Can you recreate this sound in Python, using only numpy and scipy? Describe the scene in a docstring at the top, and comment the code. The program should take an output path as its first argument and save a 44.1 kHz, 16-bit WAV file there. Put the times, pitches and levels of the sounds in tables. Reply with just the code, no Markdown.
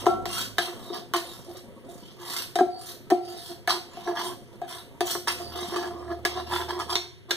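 """A steel spoon scrapes thick, sticky milk out of a hand-held tin in a small kitchen, close to a stereo microphone.
Stick-slip friction rubs the tin's drum-like bottom, its wall and its bright upper modes; the smeared paste hisses.
Knocks ring the same modes as short blows; the bottom twice pops back, flicked steel tings and thin squeaks sing.
Hands rustle on the tin. The room answers with short noise tails, over shaped quiet noise and
low hums made of wavering sines that come and go."""
import sys
import numpy as np
from scipy import signal
from scipy.fft import rfft, irfft, next_fast_len
from scipy.io import wavfile
from scipy.ndimage import uniform_filter1d, map_coordinates

SR = 44100
rng = np.random.default_rng(int(sys.argv[2]) if len(sys.argv) > 2 else 0)


def put_to_file(sound):
    """Save the sound as 16-bit audio at rate SR, in the file named by the first command-line argument."""
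    columns = np.atleast_2d(sound).T  # one column per channel
    safe = np.clip(columns, -1, 1)
    whole_steps = np.round(safe * 32767)
    wavfile.write(sys.argv[1], SR, whole_steps.astype(np.int16))


N = 324576
TIME = np.arange(N) / SR
TAIL = TIME[:SR // 2]  # clock of one struck sound
STEP_S = TIME[::SR // 1000]  # coarse clock for the hand's pressure

# Modes of the tin's bottom. Each row: frequency in Hz, relative level in dB, decay by 60 dB in seconds.
BOTTOM = [(353, 11, 0.16), (381, 9, 0.07)]
# Overtones of the bottom, near the octave. Each row: frequency in Hz, relative level in dB, 60 dB decay in seconds.
OVERTONE = [(700.5, 2, 0.15), (745, -16, 0.17), (722, -5.5, 0.096)]
# Modes of the tin's wall. Each row: frequency in Hz, relative level in dB, 60 dB decay in seconds.
WALL = [(915, 12, 0.034), (1008, 17.5, 0.032), (1099, 12.5, 0.042), (1196, 11.5, 0.04), (1334, 5, 0.072),
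        (1577, 2, 0.094), (1682, 11.5, 0.062), (1893, 2, 0.073)]
# Thin, faint rings of the steel. Each row: frequency in Hz, relative level in dB, 60 dB decay in seconds.
STEEL = [(3165, 0, 0.5), (3295, -2, 0.33), (3892, -5, 0.35), (3973, -7, 0.4), (4436, -5, 0.4),
         (4566, 2, 0.42), (5408, -5, 0.35), (5782, -5, 0.35), (6551, -5, 0.22), (8413, -5, 0.27)]
# Spoon sweeps through the paste. Each row: start in seconds, length in seconds, levels in dB of wall,
# rasp of steel and hiss of paste, swell of rasp and hiss over the sweep in dB (negative: they sink).
SWEEPS = [(0, 0.071, -45, -50, -59.5, -16.5), (0.289, 0.13, -46, -30.5, -37.5, 6.5),
          (0.611, 0.049, -49, -35.5, -44, -3), (0.713, 0.19, -51, -52, -56.5, 2),
          (1.177, 0.01, -38, -45, -50.5, -11.5), (1.23, 0.13, -51.5, -51, -52.5, 1),
          (1.38, 0.2, -62, -55.5, -59, 3), (1.902, 0.093, -59, -68, -60, -4.5),
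          (2.02, 0.095, -74, -50, -62, 3), (2.205, 0.2, -46.5, -31, -37, 18.5),
          (2.788, 0.12, -55, -45, -43.5, 14.5), (3.245, 0.25, -72.5, -44.5, -49.5, 10.5),
          (3.934, 0.17, -50.5, -44.5, -56.5, 3.5), (4.178, 0.094, -36.5, -37.5, -42.5, 3),
          (4.706, 0.086, -47.5, -44.5, -52, -7.5), (5.079, 0.037, -47, -30, -30.5, 3.5),
          (5.31, 0.0086, -39, -38, -43, -1), (5.388, 0.13, -56, -55.5, -58.5, -9.5),
          (5.526, 0.29, -45, -38, -50, 4), (6.27, 0.12, -47, -39.5, -67, 2),
          (6.529, 0.024, -33, -30, -39, 1.5)]
SWEEP_ATTACK_S = 0.057  # pressure builds up over this time ahead of a sweep's start


def undb(db):
    """Decibels to gain."""
    return np.exp(np.asarray(db) * (np.log(10) / 20))


def unit(x):
    """Scale to rms 1."""
    return x / np.sqrt(np.mean(x ** 2))


def colour(x, points):
    """Filter by a spectrum of (Hz, dB) points."""
    hz, db = np.transpose(points)
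    size = next_fast_len(x.shape[-1] + 2048)
    f = np.fft.rfftfreq(size, 1 / SR)
    gain = undb(np.interp(np.log(f + 1), np.log(hz), db))
    return irfft(rfft(x, size) * gain, size)[..., :x.shape[-1]]


def through(x, response):
    """Convolve, keeping the length."""
    return signal.fftconvolve(x, response)[:len(x)]


def fade(t60):
    """Decay of 60 dB in t60 seconds, never shorter than 1 ms."""
    return np.exp(-np.log(1000) * TAIL / max(t60, 1e-3))


def walk(rate):
    """Random wandering: straight lines between normal random points, rate points a second."""
    knots = rng.standard_normal(4096)
    return np.interp(TIME * rate, np.arange(len(knots)), knots)


def ring(modes, bend=0., rise_s=1e-4):
    """Damped modes; the spoon's pressure stiffens the sheet and lifts their pitch at first."""
    clock = TAIL + bend * 0.022 * (1 - np.exp(-TAIL / 0.015))
    out = sum(undb(db) * fade(t60) * np.sin(2 * np.pi * hz * clock) for hz, db, t60 in modes)
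    return out * (1 - np.exp(-TAIL / rise_s))


def struck(modes, centre_hz, focus_db, detune):
    """Each contact point favours the modes near one pitch and detunes them a little."""
    chance = np.clip(rng.standard_normal(len(modes)), -2, 2)
    return [(hz * (1 + detune * c), db - focus_db * np.log2(hz / centre_hz) ** 2, t60)
            for (hz, db, t60), c in zip(modes, chance)]


def radiate(x, corner_hz):
    """A small sheet of metal gives off almost no bass."""
    return signal.sosfilt(signal.butter(3, corner_hz, "high", fs=SR, output="sos"), x)


def diffuse(size):
    """Stereo noise from all around: most alike in the low middle, where the side signal is weak."""
    mid, side = rng.standard_normal((2, size))
    side = colour(side, [(130, 5.5), (350, -8.0), (750, -7.5), (1400, 4),
                         (2400, -0.5), (5000, 0.5), (9000, -2.5)])
    return np.array([mid + side, mid - side])


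def kitchen(x, wet_db, lead_ms, pan_db):
    """Direct sound reaches the left port first; worktop and jug answer at once, the walls with a short tail."""
    noise = diffuse(len(TAIL)) * (1 - fade(0.005))
    lows = colour(noise, [(1000, -12.0), (4000, -19)])
    # lows ring longer than highs; the early answer is strong and very short
    walls = lows * fade(0.69) + (noise - lows) * fade(0.33)
    tails = walls + undb(6) * noise * fade(0.041)
    wet = unit(np.array([through(x, tail) for tail in tails])) * np.std(x)
    late = map_coordinates(x, [np.arange(N) - lead_ms * SR / 1000], order=3)
    return (np.array([x, late]) + undb(wet_db) * wet) * undb(np.array([[pan_db], [-pan_db]]) / 2)


def add(track, s, sound, db):
    """Place a sound at a time, with the rms level of its first 20 ms set in dB."""
    start = max(int(s * SR), 0)
    part = sound[:N - start] / np.sqrt(np.mean(sound[:SR // 50] ** 2))
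    track[start:start + len(part)] += undb(db) * part


def slips(rate, spread_db, judder_db):
    """Stick-slip friction: tiny slips of uneven size, bunched by the judder of the spoon."""
    happens = rng.random(N) < rate / SR
    sizes = rng.choice([-1, 1], N) * undb(spread_db * rng.standard_normal(N))
    return happens * sizes * undb(judder_db * walk(140))


def slide(x, patchy_db, width_hz, rate, glide_hz_s=0):
    """As the contact point travels, groups of neighbouring modes swell, drift in pitch and fade in turn."""
    hz, s, bins = signal.stft(x, SR, nperseg=768)
    knots = rng.standard_normal((512, 512))
    drift = glide_hz_s * np.interp(s, TIME, np.cumsum(1 + walk(7)) / SR)
    place = np.broadcast_arrays((hz[:, None] - drift) / width_hz, s * rate)
    swell = map_coordinates(knots, place, order=1, mode="mirror")
    return signal.istft(bins * undb(patchy_db * swell), SR)[1][:N]


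def scrapes():
    """The spoon's edge chatters over the tin and rubs its modes; the paste crackles finely under it."""
    # Wall pitch favoured by the spot that the spoon rubs. Each row: time in seconds, frequency in Hz.
    contact = [(0.4, 1150), (3.7, 1190), (4.16, 920), (4.3, 1020), (5.85, 1160), (6.38, 980), (6.7, 1060),
               (6.81, 1130), (6.94, 1270)]
    # Hollow of the tin, which colours every rasp. Each row: frequency in Hz, relative level in dB, 60 dB decay in s.
    hollow_modes = [(1100, 0, 0.022), (1330, -10, 0.015), (1780, -5, 0.014), (2050, -13, 0.012)]
    # Spectrum of the rasp, crowded upper modes of tin and spoon. Each row: frequency in Hz, gain in dB.
    rasp_spectrum = [(1800, -3), (2300, -2.5), (3200, 5.5), (4300, -3), (5200, -2), (6000, -4), (7200, -33),
                     (12000, -42)]
    # Spectrum of the smeared paste. Each row: frequency in Hz, gain in dB.
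    paste_spectrum = [(2000, -2.5), (5000, 8.5), (6500, 2), (8500, 5), (10500, -1), (12200, 2.5),
                      (15000, -1), (16000, -47)]
    grain_glide_hz_s = 1600  # mean upward drift of the resonances as the contact point travels

    bottom_gain, wall_gain, rasp_gain, paste_gain = friction_gains()
    catching = chatter()
    friction = catching * slips(rate=4000, spread_db=1.0, judder_db=-2.0)

    drum = unit(ring(BOTTOM)) + undb(-4.5) * unit(ring(OVERTONE))
    rubbed = unit(radiate(through(friction, drum), corner_hz=343))
    bottom = steady(groan(waver=0.018, swell_db=6) + undb(-3.5) * rubbed)

    wall = radiate(through(friction, ring(WALL)), corner_hz=780)
    wall = favour(wall, np.interp(TIME, *np.transpose(contact)), peak_db=7, octaves=0.13)
    wall = steady(slide(wall, patchy_db=4.5, width_hz=120, rate=16))

    hollow = undb(-10) * unit(through(friction, ring(hollow_modes)))
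    crackle = catching * slips(rate=3200, spread_db=3.5, judder_db=3.0)
    rasp = unit(colour(crackle, rasp_spectrum)) + hollow
    rasp = favour(radiate(rasp, corner_hz=920), sweep_pitch(), peak_db=6, octaves=0.22)
    rasp = unit(slide(rasp, patchy_db=5.5, width_hz=150, rate=13, glide_hz_s=grain_glide_hz_s))
    rasp = steady(rasp + undb(-21) * unit(through(friction, ring(STEEL))))

    smear = catching * slips(rate=4100, spread_db=-1, judder_db=5.5)
    paste = radiate(colour(smear, paste_spectrum), corner_hz=905)
    paste = steady(slide(paste, patchy_db=4.5, width_hz=532, rate=15, glide_hz_s=grain_glide_hz_s))
    return (kitchen(bottom * bottom_gain, wet_db=-0.5, lead_ms=0.066, pan_db=-0.5)
            + kitchen(wall * wall_gain, wet_db=-15.5, lead_ms=0.064, pan_db=-2.5)
            + undb(-4.5) * kitchen(rasp * rasp_gain, wet_db=5.5, lead_ms=0.074, pan_db=-1.7)
            + undb(1.5) * kitchen(paste * paste_gain, wet_db=6.0, lead_ms=0.032, pan_db=-2.5))


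def friction_gains():
    """How strongly bottom, wall, steel and paste sound as the spoon rests, sweeps and scrapes."""
    # Bare edge of the spoon judders over the tin. Each row: start in seconds, length in seconds,
    # levels in dB of bottom, wall and rasp of steel.
    edge_scrapes = [(0.095, 0.0078, -26.5, -44, -42), (0.677, 0.015, -34.5, -41.5, -48),
                    (0.932, 0.042, -33.5, -39.5, -37), (1.156, 0.0065, -27.5, -30.5, -27.5),
                    (1.485, 0.017, -37.5, -73, -72), (1.56, 0.013, -41, -56, -44),
                    (1.892, 0.0099, -40, -66, -67), (3.283, 0.1, -41.5, -75, -47.5),
                    (3.501, 0.014, -37, -53, -42), (3.697, 0.0089, -53, -24.5, -20.5),
                    (3.728, 0.035, -32.5, -34, -48), (4.072, 0.05, -28.5, -35, -60),
                    (4.164, 0.046, -58, -29.5, -33.5), (4.233, 0.09, -39, -39.5, -63),
                    (4.536, 0.0071, -49, -60, -58), (5.04, 0.015, -61, -49, -55),
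                    (5.28, 0.0046, -38, -34, -22.5), (5.406, 0.01, -31.5, -43, -51),
                    (5.558, 0.072, -31.5, -44.5, -39), (5.725, 0.062, -29, -34, -52),
                    (5.822, 0.052, -29.5, -35.5, -45), (5.906, 0.14, -38, -45, -57),
                    (6.071, 0.015, -35, -43.5, -53.5), (6.104, 0.02, -28, -35, -47.5),
                    (6.363, 0.038, -28.5, -34.5, -42), (6.473, 0.052, -41.5, -46, -40.5),
                    (6.518, 0.047, -52, -26.5, -37), (6.597, 0.021, -31.5, -30, -34),
                    (6.692, 0.013, -34, -27.5, -36), (6.726, 0.058, -32, -36, -49),
                    (6.797, 0.013, -35, -28.5, -34), (6.894, 0.018, -37, -29, -30.5),
                    (6.925, 0.0046, -30.5, -33, -29.5), (7.298, 0.0064, -36, -39, -44)]
    # The spoon rests on the tin between strokes, until it is lifted out: levels in dB of bottom, wall, rasp, paste.
    resting_db = [-63.5, -74, -91, -71.5]
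    lift_s = 6.97
    sweep_release_db_s = 319
    sweep_bottom_db = 1  # bottom relative to the wall: the paste cushions a sweep
    scrape_paste_db = -12  # hiss of paste under a scrape, relative to its rasp

    strokes = [(resting_db, press(0, lift_s, SWEEP_ATTACK_S, release_db_s=124))]
    for s, length_s, wall_db, rasp_db, paste_db, swell_db in SWEEPS:
        # the tin's body sounds evenly; rasp and hiss follow the swell
        even = press(s, length_s, SWEEP_ATTACK_S, sweep_release_db_s)
        swelling = press(s, length_s, SWEEP_ATTACK_S, sweep_release_db_s, swell_db)
        levels = [wall_db + sweep_bottom_db, wall_db, rasp_db, paste_db]
        strokes.append((levels, np.array([even, even, swelling, swelling])))
    for s, length_s, bottom_db, wall_db, rasp_db in edge_scrapes:
        pressure = press(s, length_s, attack_s=0.02, release_db_s=445)
        strokes.append(([bottom_db, wall_db, rasp_db, rasp_db + scrape_paste_db], pressure))
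    power = sum((undb(db)[:, None] * pressure) ** 2 for db, pressure in strokes)
    return [np.interp(TIME, STEP_S, gain) for gain in np.sqrt(power)]


def press(start_s, length_s, attack_s, release_db_s, swell_db=0):
    """Pressure of one stroke: it takes hold ahead of the start, swells towards its end and is released."""
    since = STEP_S - start_s
    length_s = max(length_s, 1e-3)
    attack = np.clip(1 + since / max(attack_s, 1e-3), 0, 1) ** 2
    to_go = np.clip(1 - since / length_s, 0, 1)
    release_db = release_db_s * np.maximum(since - length_s, 0)
    return attack * undb(-swell_db * to_go ** 2 - release_db)


def chatter():
    """Strength of the friction as the edge sticks and slips: each slip starts sharply and has its own size."""
    rate_hz, spread = 135, 0.35  # median rate and its wander in natural-log units
    slip_share = 0.55  # decay constant of one slip, as a share of its cycle
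    cycles = np.cumsum(rate_hz * np.exp(spread * walk(90))) / SR
    sizes = undb(1.8 * rng.standard_normal(4096))
    return unit(sizes[cycles.astype(int)] * np.exp(-(cycles % 1) / slip_share))


def groan(waver, swell_db):
    """Stick and slip lock onto the tin's bottom: it sings its lowest mode and the octave above."""
    phase = 2 * np.pi * BOTTOM[0][0] * (TIME + waver * np.cumsum(walk(60)) / SR)
    lowest = undb(swell_db * walk(25)) * np.sin(phase)
    octave = undb(swell_db * walk(45)) * np.sin(2 * phase) / 1.1
    return unit(lowest + octave)


def steady(x, span_s=0.031):
    """The hand's grip damps the swings of a rubbed resonance, so its level follows the stroke."""
    power = uniform_filter1d(x ** 2, int(span_s * SR))
    return x / np.sqrt(power + 0.41 * np.mean(power))


def favour(x, centre_hz, peak_db, octaves):
    """A resonance whose centre moves with time."""
    hz, s, bins = signal.stft(x, SR, nperseg=512)
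    away = np.log2((hz[:, None] + 1) / np.interp(s, TIME, centre_hz)) / octaves
    return signal.istft(bins * undb(peak_db / (1 + away ** 2)), SR)[1][:N]


def sweep_pitch():
    """Each sweep starts low and brightens, up to a ceiling, as the spoon is drawn towards the rim."""
    start_hz, rise_hz_s, top_hz = 2660, 11000, 4430
    hz = np.full(N, float(top_hz))
    for s, *_ in SWEEPS:
        rising = np.clip(start_hz + rise_hz_s * (TIME - s), start_hz, top_hz)
        hz = np.where(TIME > s - SWEEP_ATTACK_S, rising, hz)
    return hz


def knocks():
    """Each blow shares its energy between bottom, wall and upper modes, by where and how hard it lands."""
    # Spoon strikes tin. Each row: start in seconds, levels in dB ahead of the layer mix of bottom, bottom overtone,
    # wall and clink, wall pitch favoured by the contact in Hz, decay constant of the skid after the blow in seconds.
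    strikes = [(0.058, -44, -35, -40, -40.5, 1100, 0.005), (0.066, -17, -23, -15.5, -37, 1140, 0.0059),
               (0.256, -38, -40.5, -28.5, -37, 1290, 0.0016), (0.583, -32.5, -32, -16.5, -27, 1530, 0.0034),
               (0.902, -31, -55, -41, -77, 1150, 0.0039), (1.137, -35, -40, -16, -29.5, 1150, 0.0095),
               (2.556, -30, -29, -45, -34, 1550, 0.00091), (2.588, -28, -27, -24, -39, 1400, 0.01),
               (3.102, -36, -36.5, -55, -37.5, 1600, 0.0013), (3.107, -32, -29, -27.5, -43, 1520, 0.004),
               (3.675, -38.5, -30.5, -18.5, -30.5, 1630, 0.0057), (3.97, -45.5, -44, -45, -61, 1160, 0.003),
               (4.075, -30.5, -41, -30, -49.5, 1580, 0.01), (4.616, -39.5, -36, -42, -53.5, 1440, 0.035),
               (5.007, -25, -30.5, -29, -32, 1680, 0.0012), (5.152, -33, -45, -26.5, -46, 1170, 0.01),
               (5.274, -37.5, -53, -19.5, -36.5, 1410, 0.014),
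               (5.761, -33.5, -57, -23.5, -39.5, 1240, 0.0072),
               (6.251, -29, -36, -17.5, -27.5, 1550, 0.004), (6.955, -33.5, -46, -30, -30, 1330, 0.00088),
               (7.308, -32, -55, -19.5, -27, 1610, 0.0007)]
    # Spectrum of the clink, crowded upper modes of tin and spoon. Each row: frequency in Hz, gain in dB.
    clink_spectrum = [(1800, 5), (2400, 9.5), (3200, 4.5), (4200, 4.5), (5100, 1.5), (5900, 0),
                      (7200, -8.5), (8500, -4), (10500, -15.5), (14800, -10), (16000, -61)]

    bottom, overtone, wall, clink, click = np.zeros((5, N))
    for s, bottom_db, overtone_db, wall_db, clink_db, wall_hz, skid_s in strikes:
        force = blow(skid_s, skid_db=-7.5)
        add(bottom, s, ring(BOTTOM, bend=0.033, rise_s=0.008), bottom_db)
        add(overtone, s, ring(OVERTONE, bend=0.0084, rise_s=0.0013), overtone_db)
        wall_ring = through(force, ring(struck(WALL, wall_hz, focus_db=79, detune=0.033)))
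        add(wall, s, radiate(wall_ring, corner_hz=567), wall_db)
        crowd = colour(rng.standard_normal(len(TAIL)) * fade(0.032), clink_spectrum)
        steel = ring(struck(STEEL, centre_hz=4000, focus_db=-6.0, detune=0.00089))
        add(clink, s, through(force, unit(crowd) + undb(-15) * unit(steel)), clink_db)
        add(click, s, crack(t60=0.007), clink_db)
    clink = radiate(clink, corner_hz=765)
    return (undb(0.3) * kitchen(bottom, wet_db=-7.0, lead_ms=0.0087, pan_db=3.5)
            + undb(-0.5) * kitchen(overtone, wet_db=6.0, lead_ms=0.0098, pan_db=1.0)
            + undb(-7.0) * kitchen(wall, wet_db=-16.5, lead_ms=0.046, pan_db=-2.0)
            + undb(-0.3) * kitchen(clink, wet_db=4.0, lead_ms=0.03, pan_db=-1.0)
            + kitchen(click, wet_db=-5, lead_ms=0.06, pan_db=-1.5))


def blow(skid_s, skid_db):
    """Contact force: one sharp tap, then tiny bounces as the spoon skids on."""
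    bounces = rng.standard_normal(len(TAIL)) * (rng.random(len(TAIL)) < 1500 / SR)  # 1500 a second
    force = undb(skid_db) * bounces * np.exp(-TAIL / max(skid_s, 1e-3))
    force[0] = 1
    return force


def crack(t60):
    """The first instant of hard contact: a very short, broadband click."""
    burst = rng.standard_normal(len(TAIL)) * fade(t60)
    return colour(burst, [(600, -6), (1400, 7.5), (6000, 4.5), (10000, -2), (15000, -5.5)])


def pops():
    """The bottom snaps back with a dull thud and a crinkle, and sounds its lowest mode and the octave above."""
    # The pushed-in bottom pops back. Each row: start in seconds, levels in dB of bottom, overtone and thud,
    # pitch at the pop in Hz, pitch it settles to in Hz.
    snaps = [(2.607, -14.5, -17, -30, 374, 357), (3.1175, -13, -18.5, -32, 362, 353)]
    # The undamped thud. Each row: frequency in Hz, relative level in dB, 60 dB decay in seconds.
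    thud_modes = [(264, 0, 0.1)]
    # Neighbouring modes that beat against the pop. Each row: frequency in Hz, relative level in dB, 60 dB decay in s.
    neighbours = [(394, 0, .1), (698, -2, .16), (778, -3, .08)]

    out = np.zeros(N)
    for s, bottom_db, overtone_db, thud_db, hz, rest_hz in snaps:
        add(out, s, ring(thud_modes, rise_s=0.0051), thud_db)
        add(out, s, ring(neighbours, rise_s=0.0014), -32)
        # the wall crinkles as the sheet buckles
        crinkle = ring(struck(WALL, centre_hz=1020, focus_db=28, detune=0.011))
        add(out, s, through(blow(skid_s=0.004, skid_db=6), crinkle), -35)
        add(out, s, pop(hz, rest_hz, ring_db=-12, ring_t60=0.3), bottom_db)
        add(out, s, pop(2 * hz, 2 * rest_hz, ring_db=-14, ring_t60=0.4), overtone_db)
    return kitchen(radiate(out, corner_hz=140), wet_db=-10, lead_ms=0.01, pan_db=2.5)


def pop(hz, rest_hz, ring_db, ring_t60):
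    """One mode of the popping sheet: a strong first swing, then a weaker ring that sags in pitch."""
    rise_s, swing_t60_s, glide_s = 0.0035, 0.08, 0.034
    pitch = rest_hz + (hz - rest_hz) * np.exp(-TAIL / glide_s)
    decay = fade(swing_t60_s) + undb(ring_db) * fade(ring_t60)
    swing = (1 - np.exp(-(TAIL / rise_s) ** 2)) * decay
    return swing * np.sin(2 * np.pi * np.cumsum(pitch) / SR)


def rebounds():
    """With the spoon clear of it, the tin rings on undamped."""
    # Each row: start in seconds, levels in dB of bottom and wall.
    releases = [(.067, -30.5, -30), (2.62, -32, -53), (3.13, -33, -56)]
    # Bottom without the spoon. Each row: frequency in Hz, relative level in dB, 60 dB decay in seconds.
    free_bottom = [(353, -1, .44), (706, -2, .48), (750, -5, .48)]
    # Wall without the spoon. Each row: frequency in Hz, relative level in dB, 60 dB decay in seconds.
    free_wall = [(1345, 0, 0.5), (1105, -11, 0.25)]
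    out = np.zeros(N)
    for s, bottom_db, wall_db in releases:
        add(out, s, ring(free_bottom, rise_s=0.0061), bottom_db)
        add(out, s, ring(free_wall, rise_s=0.00039), wall_db)
    return kitchen(out, wet_db=0.5, lead_ms=0.042, pan_db=-0.5)


def flicks():
    """The spoon's bare bowl flicks off the rim: steel leaves steel with a short, bright ting."""
    # Each row: start in seconds, level in dB.
    tings = [(2.56, -60), (6.955, -24.5), (7.311, -28.5)]
    # Modes of the spoon's bowl. Each row: frequency in Hz, relative level in dB, 60 dB decay in seconds.
    bowl = [(3010, -13, 0.077), (3700, 16, 0.0081), (3930, -6.5, 0.069), (4206, 4.5, 0.037),
            (5670, 9.5, 0.02)]
    out = np.zeros(N)
    for s, db in tings:
        add(out, s, ring(struck(bowl, centre_hz=4100, focus_db=14.0, detune=0.0037)), db)
    return kitchen(out, wet_db=-1.0, lead_ms=0.089, pan_db=-11.0)


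def squeaks(waver=0.035, length_s=0.05):
    """Now and then the edge catches and one high mode squeals, unsteady in pitch."""
    # Thin squeaks of steel on steel. Each row: centre in seconds, mean pitch in Hz, peak level in dB.
    squeals = [(.88, 3760, -47), (1.29, 3760, -49), (2.76, 4650, -47), (3.28, 4780, -48), (5.45, 4740, -44)]
    clock = TIME + waver * np.cumsum(walk(310)) / SR
    out = np.zeros(N)
    for s, hz, db in squeals:
        swell = np.exp(-((TIME - s) / length_s) ** 2)
        out += undb(db) * swell * np.sin(2 * np.pi * hz * clock)
    return kitchen(out, wet_db=4.0, lead_ms=0.11, pan_db=-8)


def rubbing():
    """Hands shift on the tin and the thick paste folds over: a soft, uneven rustle."""
    # Muffled rubbing of hands and paste. Each row: time in seconds, level in dB ahead of a 14 dB cut.
    rub_levels = [(0.0, -25.5), (0.45, -37), (3.18, -42), (3.22, -45.5), (4.08, -38.5), (5.02, -42.5),
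                  (5.18, -36.5), (6.5, -39), (6.84, -36), (7.05, -74), (7.36, -39)]
    rustle = colour(slips(rate=6000, spread_db=0.0, judder_db=7.0),
                    [(70, -17.0), (140, -10.5), (260, -2.0), (520, -8.5), (900, -15.0), (2500, -44.5)])
    rustle = slide(rustle, patchy_db=4.5, width_hz=91, rate=31)
    gain = undb(np.interp(TIME, *np.transpose(rub_levels)) - 14.0)
    return kitchen(unit(rustle) * gain, wet_db=2.5, lead_ms=0.038, pan_db=-2.7)


def background():
    """Quiet kitchen air, as noise of a set spectrum, and two low hums."""
    # Spectrum of the kitchen air. Each row: frequency in Hz, gain in dB.
    floor = [(25, -47), (55, -21), (120, 3.5), (240, -17.5), (400, 1), (700, -30), (2000, -17.5),
             (3200, -18.5), (5000, -37), (12000, -35), (15000, -48), (16000, -53)]
    # Lines of the early hum. Each row: frequency in Hz, relative level in dB.
    early_lines = [(53.8, -3), (107.7, 4)]
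    # Swell of the early hum. Each row: time in seconds, level in dB.
    early_swell = [(0, -55.5), (.54, -58.5), (.72, -82)]
    # Lines of the late hum. Each row: frequency in Hz, relative level in dB.
    late_lines = [(79, -3.5), (111.5, -15), (118.4, -11.5), (156, -27)]
    # Swell of the late hum. Each row: time in seconds, level in dB.
    late_swell = [(0, -70), (4.95, -63), (5.55, -45), (5.82, -54), (6.12, -44.5), (6.27, -49), (6.57, -43),
                  (6.79, -50), (6.91, -45), (7.1, -62)]
    air = unit(colour(diffuse(N), floor)) * undb(-50.5 + 0.19 * walk(3.7))
    return air + hum(early_lines, early_swell, pan_db=-18.0) + hum(late_lines, late_swell, pan_db=-7.5)


def hum(lines, swell, pan_db):
    """A low hum of sines that waver in pitch and level."""
    clock = TIME + 0.028 * np.cumsum(walk(9)) / SR
    tone = sum(undb(db + 2.5 * walk(9)) * np.sin(2 * np.pi * hz * clock) for hz, db in lines)
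    level_db = np.interp(TIME, *np.transpose(swell)) + np.array([[pan_db], [-pan_db]]) / 2
    return np.sqrt(2) * tone * undb(level_db)


def scene():
    """Knocks, scrapes and handling over the kitchen's background."""
    return (knocks() + pops() + rebounds() + flicks()
            + scrapes() + squeaks() + rubbing() + background())


def record(dry):
    """The recorder widens the stereo by subtracting a delayed share of the other channel; the top is cut off steeply."""
    # Share of the opposite channel that is subtracted. Each row: frequency in Hz, share from 0 to 1.
    crossfeed = [(500, 0.1), (1200, 0.46), (2550, 0.88), (5000, 0.53), (7500, 0.37), (10200, 0.027),
                 (13000, 0.47)]
    delay_s, top_hz = 0.000393, 15500
    f = np.fft.rfftfreq(2 * N, 1 / SR)
    share = np.clip(np.interp(f, *np.transpose(crossfeed)), 0, 1)
    ports = rfft(dry, 2 * N)
    crossed = share * np.exp(-2j * np.pi * f * delay_s) * ports[::-1]
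    heard = irfft((ports - crossed) / (1 + share))[:, :N]
    return signal.sosfilt(signal.ellip(8, .2, 70, top_hz, fs=SR, output="sos"), heard)


dry = scene()
out = record(dry)
put_to_file(out)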